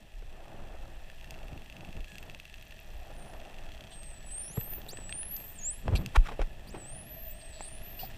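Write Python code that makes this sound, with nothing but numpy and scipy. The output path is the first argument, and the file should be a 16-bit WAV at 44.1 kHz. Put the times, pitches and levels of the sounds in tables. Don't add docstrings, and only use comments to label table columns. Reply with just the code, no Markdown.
import sys
import numpy as np
from scipy import signal
from scipy.fft import rfft, irfft, next_fast_len
from scipy.io import wavfile

SR = 44100
rng = np.random.default_rng(int(sys.argv[2]) if len(sys.argv) > 2 else 0)


def master_out(mix):
    frames = np.transpose(np.atleast_2d(mix))
    ceiling = np.clip(frames, -1, 1)
    pcm = np.round(ceiling * 32767).astype(np.int16)
    wavfile.write(sys.argv[1], SR, pcm)


N = 360297
TIME = np.arange(N) / SR
CUTOFF_HZ = 15500


def from_db(db):
    return 10 ** (np.asarray(db) / 20)


def unit_rms(x):
    return x / np.sqrt(np.mean(x ** 2) + 1e-20)


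def curve(rows):
    return np.interp(TIME, *np.transpose(rows))


def add(out, start_s, sound):
    i = int(np.clip(start_s * SR, 0, N - 1))
    out[i:i + len(sound)] += sound[:N - i]


def drift(rate_hz, size=N):
    knots = rng.standard_normal(4000)
    return unit_rms(np.interp(np.arange(size) * rate_hz / SR, np.arange(len(knots)), knots))


def coloured(x, spectrum):
    hz, db = np.transpose(spectrum)
    size = next_fast_len(N)
    log_hz = np.log(np.fft.rfftfreq(size, 1 / SR) + 1)
    gain = from_db(np.interp(log_hz, np.log(hz), db, left=-np.inf, right=-np.inf))
    return unit_rms(irfft(rfft(x, size) * gain, size)[:N])


def band(x, low_hz, high_hz, order=2):
    sos = signal.butter(order, [low_hz, high_hz], "band", fs=SR, output="sos")
    return signal.sosfilt(sos, x + 1e-18)


def ring(clicks, hz, t60_s):
    r, w = np.exp(-np.log(1000) / (t60_s * SR)), 2 * np.pi * hz / SR
    return signal.lfilter([0, np.sin(w)], [1, -2 * r * np.cos(w), r * r], clicks + 1e-18)


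def pulse_train(rate_hz, click_at_start=False):
    return np.diff(np.floor(np.cumsum(rate_hz) / SR), prepend=-1 if click_at_start else 0)


def sea_echo(x, t60_s, wet_db):
    t = np.arange(SR) / SR
    tail = rng.standard_normal(SR) * np.exp(-np.log(1000) * t / t60_s) * (1 - np.exp(-t / 0.0031))
    return x + from_db(wet_db) * signal.fftconvolve(x, tail / np.linalg.norm(tail))[:N]


# crest/s, rise/s, fall/s, slosh/dB, wash/dB
SWELLS = [(.6, .22, 0.34, -59.5, -50.5), (1.42, 0.14, 0.17, -58.5, -52.5), (1.82, 0.077, 0.13, -53, -52.5),
          (2.27, 0.1, 0.07, -55.5, -53), (3.33, 0.34, 0.44, -60, -50.5), (3.8, 0.068, 0.19, -62.5, -63.5),
          (4.75, 0.49, 0.78, -57.5, -53.5), (5.93, 0.056, 0.087, -36.5, -65), (6.3, 0.23, 0.087, -53, -55),
          (6.85, 0.49, 0.3, -55.5, -55.5), (8.05, 0.46, 0.37, -58.5, -55)]


def swells(calm_slosh_db=-67, calm_wash_db=-63):
    slosh_power, wash_power = from_db(calm_slosh_db) ** 2, from_db(calm_wash_db) ** 2
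    for crest_s, rise_s, fall_s, slosh_db, wash_db in SWELLS:
        width_s = np.where(TIME < crest_s, rise_s, fall_s)
        shape = np.exp(-np.minimum(((TIME - crest_s) / width_s) ** 2, 20))
        slosh_power += shape * from_db(slosh_db) ** 2
        wash_power += shape * from_db(wash_db) ** 2
    return 10 * np.log10(slosh_power), 10 * np.log10(wash_power)


def turbulence(level_db, spectrum, grain_db, grain_hz):
    lumps = rng.standard_normal(N) * from_db(grain_db * drift(grain_hz))
    return from_db(level_db) * coloured(lumps, spectrum)


# f/Hz, gain/dB
RUMBLE_SPECTRUM = [(12, 5), (22, 5), (32, -7), (48, -3.5), (70, -10.5), (110, -27), (200, -65)]
SLOSH_SPECTRUM = [(45, -55), (80, 1), (130, 1), (200, -2.5), (300, -13), (500, -20.5), (900, -50)]
WASH_SPECTRUM = [(180, -19), (330, -1.5), (470, -5.5), (620, 2), (820, -1), (1020, -12), (1350, -11.5),
                 (1550, -14), (2500, -22)]
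FIZZ_SPECTRUM = [(800, -7), (1150, -1), (1400, -4), (1650, 1), (1950, -1), (2800, -29)]


def water():
    slosh_db, wash_db = swells()
    rumble_db = -46 + 0.25 * (slosh_db + 67)
    fizz_db = -66 + 1.64 * (wash_db + 47.5)
    rumble = turbulence(rumble_db, RUMBLE_SPECTRUM, grain_db=3, grain_hz=12)
    slosh = turbulence(slosh_db + 3, SLOSH_SPECTRUM, grain_db=2.5, grain_hz=40)
    wash = turbulence(wash_db - 2.5, WASH_SPECTRUM, grain_db=2, grain_hz=150.5)
    fizz = turbulence(fizz_db, FIZZ_SPECTRUM, grain_db=1.5, grain_hz=203)
    return rumble + slosh + wash + fizz


# t/s, level/dB
ENGINE_LEVEL = [(0, -75), (3.5, -68), (6.5, -82), (7.2, -56), (8.17, -65)]
# f/Hz, gain/dB
ENGINE_SPECTRUM = [(450, -36), (590, -8), (645, 8), (700, -6), (900, -75)]


def engine():
    return from_db(curve(ENGINE_LEVEL)) * coloured(rng.standard_normal(N), ENGINE_SPECTRUM)


# t/s, level/dB
CRACKLE_LEVEL = [(0.0, -63), (1.09, -59.5), (5.96, -58.5), (6.12, -56), (6.53, -59.5), (8.17, -55.5)]
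# f/Hz, gain/dB
CRACKLE_SPECTRUM = [(900, -9), (1500, -16), (1700, 3.5), (1950, 0), (2200, -8), (2620, 4.5), (3000, -3.5),
                    (3350, -0.5), (3700, -7), (5000, -12), (5900, -12), (6700, -17), (7500, -12),
                    (10000, -18), (15500, -20.5)]


def far_crackle(rate_hz=700, spread_db=4, hiss_gain=0.35):
    sizes = from_db(spread_db * np.minimum(rng.exponential(1, N), 4)) * rng.choice([-1, 1], N)
    clicks = sizes * (rng.random(N) < rate_hz / SR)
    hiss = hiss_gain * rng.standard_normal(N)
    return from_db(curve(CRACKLE_LEVEL) - 0.3) * coloured(clicks + hiss, CRACKLE_SPECTRUM)


# t/s, level/dB
TICK_LEVEL = [(0, -48.5), (1, -52), (2.102, -50.5), (3, -49.5), (4, -48), (5.5, -58), (6.5, -54),
              (8.17, -69)]


def far_ticks(rate_hz=70, spread_db=4):
    sizes = from_db(curve(TICK_LEVEL) + spread_db * np.minimum(rng.exponential(1, N), 3))
    ticks = sea_echo(sizes * (rng.random(N) < rate_hz / SR), t60_s=0.012, wet_db=2.5)
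    return band(ticks, 11800, 12200) + from_db(-5.5) * band(ticks, 2700, 8800)


# f/Hz, gain/dB, t60/s
HOUSING_MODES = [(1810, -27, 0.022), (2704, -2, 0.012), (3277, -1.5, 0.012), (4010, 2, 0.0037),
                 (5860, -1.5, 0.0068), (7300, -25, 0.013)]


def housing(clicks):
    return sum(from_db(db) * ring(clicks, hz, t60_s) for hz, db, t60_s in HOUSING_MODES)


# t/s, level/dB
FAR_SCAN_LEVEL = [(0, -59), (.4, -54), (.8, -54), (1.2, -56), (1.8, -56), (2.6, -47), (3.0, -51),
                  (4.4, -49.5), (6.6, -59), (8.17, -66)]


def far_scan(rate_hz=27, spread_db=1):
    pulses = pulse_train(rate_hz * from_db(2 * drift(14)))
    return housing(pulses * from_db(curve(FAR_SCAN_LEVEL) - 3.5 + spread_db * drift(60)))


# t/s, level/dB
BRIGHT_SCAN_LEVEL = [(0, -58), (1.2, -49), (2.4, -44), (3.1, -43), (3.5, -58), (6.3, -54), (6.55, -46),
                     (7, -56), (8.17, -62)]


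def bright_scan(rate_hz=36, spread_db=3):
    pulses = pulse_train(rate_hz * from_db(1.4 * drift(8)))
    clicks = pulses * from_db(curve(BRIGHT_SCAN_LEVEL) + spread_db * drift(50))
    return band(sea_echo(clicks, t60_s=0.0045, wet_db=7.5), 12000, 14000)


# t/s, level/dB, first f/Hz, last f/Hz, rise/s
THUMPS = [(0.128, -37, 45, 31.5, 0.04), (1.96, -35.5, 54.7, 30, 0.024), (4.578, -23, 129, 90, 0.0038),
          (5.937, -19, 70, 32.8, 0.012), (6.174, -9, 55, 21.3, 0.014), (6.396, -21, 48, 23.3, 0.021)]


def thumps(glide_s=0.02):
    out, t = np.zeros(N), np.arange(SR // 2) / SR
    for start_s, db, first_hz, last_hz, rise_s in THUMPS:
        hz = last_hz + (first_hz - last_hz) * np.exp(-t / glide_s)
        envelope = from_db(db) * t / rise_s * np.exp(1 - t / rise_s)
        add(out, start_s, -envelope * np.sin(2 * np.pi * np.cumsum(hz) / SR))
    return out


# t/s, rise/s, decay/s, level/dB, f/Hz
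KNOCKS = [(0.224, 0.0011, .003, -45.5, 650), (1.529, 0.017, 0.046, -44.5, 168),
          (1.97, .01, 0.034, -40, 111), (4.577, 0.0036, 0.0061, -36, 327), (3.336, .001, .003, -49, 900),
          (4.726, 0.0018, 0.0046, -41, 456), (4.783, 0.0014, 0.0031, -47.5, 645),
          (4.865, 0.0017, 0.0043, -46.5, 545), (4.933, .002, 0.0056, -45.5, 600),
          (4.987, 0.0016, 0.0037, -43.5, 420), (5.881, 0.00088, 0.0015, -29, 830),
          (5.889, 0.02, 0.015, -29, 148), (5.94, 0.024, 0.016, -28.5, 157),
          (5.993, 0.0055, 0.036, -33.5, 170), (6.164, 0.0049, 0.0035, -20.5, 1700),
          (6.272, 0.013, 0.004, -40.5, 2380), (6.289, 0.0031, 0.0068, -36.5, 1280),
          (6.322, 0.0072, .012, -42.5, 900), (6.394, 0.0016, 0.017, -36, 565),
          (6.416, 0.001, 0.0065, -33, 1290), (6.746, 0.0039, 0.024, -41.5, 626),
          (7.608, 0.00086, 0.001, -38, 1140)]


def knocks(grain_db=3, rattle_db=-27):
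    out, t = np.zeros(N), np.arange(SR // 4) / SR - 0.05
    for peak_s, rise_s, decay_s, db, hz in KNOCKS:
        slips = rng.standard_normal(len(t)) * from_db(grain_db * drift(922.5, len(t)))
        rub = band(slips, hz * 0.43, hz * 0.76, order=1)
        rub = unit_rms(band(rub, hz * 0.054, hz * 6, order=1))
        envelope = from_db(db) * np.exp(-np.where(t < 0, -t / rise_s, t / decay_s))
        add(out, peak_s + t[0], envelope * rub)
    return out + from_db(rattle_db) * housing(out)


# start/s, end/s, first gap/s, last gap/s, first level/dB, last level/dB, ring f/Hz
SCANS = [(1.158, 1.431, 0.027, .045, -47, -44.5, 2700), (1.483, 1.699, 0.049, 0.039, -43.5, -39.5, 2570),
         (1.725, 2.1552, 0.04, 0.035, -42.5, -35.5, 2570), (2.298, 2.454, .049, .054, -31.5, -37, 2680),
         (2.498, 2.7084, .043, .041, -38, -44, 2740), (3.402, 3.6645, .049, .038, -40.5, -40, 2550),
         (3.691, 3.8703, 0.028, 0.031, -38, -40.5, 3100)]


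def scan_clicks(sharpness_db=-22.5, spread_db=2.5):
    for start_s, end_s, first_gap_s, last_gap_s, first_db, last_db, centre_hz in SCANS:
        count = round(2 * (end_s - start_s) / (first_gap_s + last_gap_s))
        gaps_s = np.linspace(first_gap_s, last_gap_s, count)
        for along in np.append(0, np.cumsum(gaps_s)) / gaps_s.sum():
            db = first_db + (last_db - first_db) * along + spread_db * rng.standard_normal()
            yield start_s + (end_s - start_s) * along, db, sharpness_db, centre_hz


# t/s, level/dB, sharpness/dB, ring f/Hz
LONE_CLICKS = [(1.0998, -37, -22, 1710), (1.2442, -38.5, -19, 1700), (1.3077, -34.5, -11.5, 2700),
               (1.3418, -39, -24, 2710), (2.1829, -33, -16, 2610), (2.228, -37, -21, 2540),
               (2.7237, -39.5, -24, 1830), (2.7917, -39, -24, 2610), (3.338, -44, -17, 1870),
               (4.0323, -42.5, -11, 2550), (4.6113, -35, -20, 1880), (4.735, -39, -17, 1790),
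               (4.817, -38, -21, 3520), (4.8647, -39, -23, 2680), (4.9718, -34, -23, 1670),
               (5.0937, -33, -22, 1690), (5.1254, -24.5, -39, 2920), (5.231, -34.5, -22, 1690),
               (5.3655, -51, 7, 1780), (5.402, -38.5, -22, 2580), (6.0613, -27, -14.5, 2520)]


def sonar(ring_db=-1, focus_db_per_octave=38, edge_db=16, top_db=-3):
    times_s, db, sharpness_db, centre_hz = np.transpose(LONE_CLICKS + list(scan_clicks()))
    at = (times_s * SR).astype(int)
    drives = np.array([from_db(mode_db - focus_db_per_octave * abs(np.log2(hz / centre_hz)))
                       for hz, mode_db, _ in HOUSING_MODES])
    drives *= from_db(db + ring_db) / np.linalg.norm(drives, axis=0)
    rings = sum(ring(np.bincount(at, drive, N), hz, t60_s)
                for drive, (hz, _, t60_s) in zip(drives, HOUSING_MODES))
    pulses = np.bincount(at, from_db(db + sharpness_db + edge_db), N)
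    edges = band(pulses, 4200, 9800, order=1) + from_db(top_db) * band(pulses, 11700, 13000)
    edges = sea_echo(edges, t60_s=0.0046, wet_db=9.5)
    return sea_echo(band(rings, 1360, 5400) + edges, t60_s=0.16, wet_db=-34)


# t/s, length/s, first rate/Hz, last rate/Hz, level/dB, centre f/Hz
BUZZES = [(2.07, 0.13, 842, 831, -43, 1630), (2.083, 0.17, 865, 803, -54, 7600),
          (3.917, 0.04, 511, 372, -34, 3160), (5.363, 0.27, 420, 605, -45, 8100),
          (5.954, 0.012, 408, 308, -15.5, 2570), (5.959, 0.026, 234, 112, -18.5, 4100),
          (7.413, 0.015, 299, 296, -34, 4300), (7.53, 0.17, 148, 255.6, -32.5, 4140),
          (7.991, 0.084, 487, 402, -30.5, 4400)]


def buzzes(ring_db=-22, body_db=12, edge_db=-2, band_ratio=1.13, jitter=0.014):
    clicks, bodies = np.zeros(N), np.zeros(N)
    for start_s, length_s, first_hz, last_hz, db, centre_hz in BUZZES:
        along = np.linspace(0, 1, int(length_s * SR))
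        rate_hz = first_hz + (last_hz - first_hz) * along ** 2
        rate_hz *= 1 + jitter * drift(300, len(along))
        envelope = from_db(db + drift(204, len(along))) * (1 - along ** 4)
        pulses = envelope * pulse_train(rate_hz, click_at_start=True)
        body = band(np.pad(pulses, (0, SR // 100)), centre_hz / band_ratio, centre_hz * band_ratio)
        add(clicks, start_s, pulses)
        add(bodies, start_s, body)
    edges = band(clicks, 5500, 8100)
    return from_db(ring_db) * housing(clicks) + from_db(body_db) * bodies + from_db(edge_db) * edges


def whistle(contour, waver=0.0042, flutter_db=2, overtone_db=-11, overtone_hz=5400, rasp=0.085):
    times_s, hz, db = np.transpose(contour)
    t = np.arange(times_s[0], times_s[-1], 1 / SR)
    pitch_hz = np.interp(t, times_s, hz) * (1 + waver * drift(160, len(t)))
    level = from_db(np.interp(t, times_s, db) + flutter_db * drift(163.4, len(t)))
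    gate = np.clip(np.minimum(t - t[0], t[-1] - t) / 0.00056, 0, 1)
    richness = np.minimum(from_db(overtone_db) * (overtone_hz / pitch_hz) ** 8, 0.5)
    rough_hz = pitch_hz * (1 + rasp * richness * drift(694, len(t)))
    phase = 2 * np.pi * np.cumsum(rough_hz) / SR
    overtones = sum(np.sin(k * phase) * (k * pitch_hz < CUTOFF_HZ) for k in (2, 3, 4))
    return gate * level * (np.sin(phase) + richness * overtones)


# start/s, dip/s, leap/s, end/s, start/Hz, crest/Hz, leap/Hz, hop/Hz,
# climb lateness (exponent), start/dB, crest/dB, dip/dB, early climb/dB, late climb/dB, top/dB
SIGNATURES = [(3.906, 4.232, 4.632, 4.807, 8360, 8450, 12070, 553, 1.28, -54, -48.5, -61.5, -38.5, -45.5, -43),
              (4.884, 5.071, 5.447, 5.558, 3370, 8120, 12590, 3, 0.79, -45, -51.5, -49, -37, -38, -52),
              (6.671, 6.843, 7.217, 7.34, 3710, 8530, 12620, 4, .8, -54, -61.5, -46.5, -47.5, -52, -45.5),
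              (7.305, 7.585, 7.911, 8.1, 7570, 8560, 12200, 515, 1.15, -59.5, -52.5, -57, -51, -53.5, -46)]
# offset from leap/s, share of the call's hop
HOPS = [(-.118, 1), (-.066, 0.54), (.062, .6)]
# f/Hz, gain/dB
SIGNATURE_RESPONSE = [(7800, 1), (8400, 0.5), (9400, 2), (10100, 1.5), (10900, -6), (12000, 4.5),
                      (12800, -0.5), (14000, 4), (15000, -1)]


def signature(start_s, dip_s, leap_s, end_s, start_hz, crest_hz, leap_hz, hop_hz, lateness, *levels_db):
    dip_hz, jump_hz, top_hz = 7807, 680, 14950
    linger_hz, linger_width_hz = 4680, 1000
    scoop_s, hop_settle_s, release_s, release_db = 0.034, 0.031, 0.018, 12
    t = np.linspace(start_s, end_s, 1000)
    sag, climb, run = (np.clip((t - a) / (b - a), 0, 1)
                       for a, b in ((start_s, dip_s), (dip_s, leap_s), (leap_s, end_s)))
    hz = crest_hz + (start_hz - crest_hz) * np.exp(-((t - start_s) / scoop_s) ** 2)
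    hz += (dip_hz - crest_hz) * np.sin(np.pi / 2 * sag ** 1.6) ** 2
    hz -= (hz - linger_hz) * np.exp(-((hz - linger_hz) / linger_width_hz) ** 2)
    climb = climb ** lateness
    hz += (leap_hz - dip_hz) * (0.8 * np.sin(np.pi / 2 * climb) ** 2 + 0.2 * climb)
    hz += jump_hz * (t > leap_s) + (top_hz - leap_hz - jump_hz) * run ** 1.2
    for offset_s, share in HOPS:
        since_s = t - leap_s - offset_s
        hz += share * hop_hz / 2 * np.sign(since_s) * np.exp(-abs(since_s) / hop_settle_s)
    early_s, late_s = dip_s + 0.32 * (leap_s - dip_s), (dip_s + 2 * leap_s) / 3
    knots_s = [start_s, (start_s + dip_s) / 2, dip_s, early_s, late_s, (leap_s + end_s) / 2]
    db = np.interp(t, knots_s, levels_db) + np.interp(hz, *np.transpose(SIGNATURE_RESPONSE))
    db -= release_db * np.exp((t - end_s) / release_s)
    return whistle(np.column_stack([t, hz, db]), waver=0.002, flutter_db=2.08)


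# t/s, f/Hz, level/dB
FAR_DIP = [(3.135, 10200, -70), (3.19, 9000, -58), (3.225, 8700, -53), (3.253, 9150, -60),
           (3.275, 10000, -57), (3.389, 12100, -68)]
FAR_RISE = [(4.25, 9880, -63), (4.28, 9300, -54), (4.388, 10970, -55), (4.48, 11910, -65)]
FAR_SWEEP = [(4.42, 5230, -60), (4.496, 5760, -50), (4.558, 7600, -50), (4.62, 7800, -56),
             (4.67, 8660, -50.5), (4.792, 12200, -57), (4.888, 14400, -55)]
NEAR_SCOOP = [(5.541, 8920, -60), (5.577, 8240, -53), (5.59, 7060, -42), (5.616, 6430, -49),
              (5.645, 6950, -36), (5.675, 7560, -30), (5.703, 7930, -33), (5.73, 9550, -43.5),
              (5.824, 13000, -66)]
NEAR_HOOK = [(5.945, 11800, -61), (5.985, 11280, -51), (6.033, 14330, -66)]
NEAR_CHIRP = [(7.61, 7300, -36), (7.617, 7370, -49), (7.632, 8300, -40.5), (7.668, 8900, -48),
              (7.688, 9920, -45)]


def whistles(fading_db=0.55, fading_hz=36):
    out = np.zeros(N)
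    for call in SIGNATURES:
        add(out, call[0], signature(*call))
    out *= from_db(fading_db * drift(fading_hz))
    for contour in (NEAR_SCOOP, NEAR_HOOK, NEAR_CHIRP):
        add(out, contour[0][0], whistle(contour))
    for contour in (FAR_DIP, FAR_RISE, FAR_SWEEP):
        add(out, contour[0][0], from_db(-3) * whistle(contour, waver=0.006, flutter_db=3))
    echoed = sea_echo(from_db(-0.05) * out, t60_s=0.077, wet_db=-17.5)
    return sea_echo(echoed, t60_s=0.6, wet_db=-21)


# t/s, level/dB, f/Hz, decay/s
PLOPS = [(4.572, -33, 425, 0.0088), (5.88, -37, 680, 0.0015), (6.393, -24.5, 540, 0.0021),
         (7.607, -35, 810, 0.0016), (7.992, -40, 2770, 0.0055), (8.032, -34, 725, 0.0069)]


def plops(chirp_per_s=2.7, attack_s=0.0016):
    out, t = np.zeros(N), np.arange(SR // 10) / SR
    for start_s, db, hz, decay_s in PLOPS:
        shape = np.exp(-t / decay_s) * (1 - np.exp(-t / attack_s))
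        tone = np.sin(2 * np.pi * hz * t * (1 + chirp_per_s * t))
        add(out, start_s, from_db(db) * shape / shape.max() * tone)
    return out


def scene():
    background = water() + engine()
    near_dolphins = whistles() + sonar() + buzzes()
    far_dolphins = far_crackle() + far_ticks() + far_scan() + bright_scan()
    return (background + near_dolphins + far_dolphins + thumps() + knocks() + plops())[None]


def record(dry):
    return signal.sosfilt(signal.ellip(10, 0.2, 80, CUTOFF_HZ, fs=SR, output="sos"), dry)


dry = scene()
out = record(dry)
master_out(out)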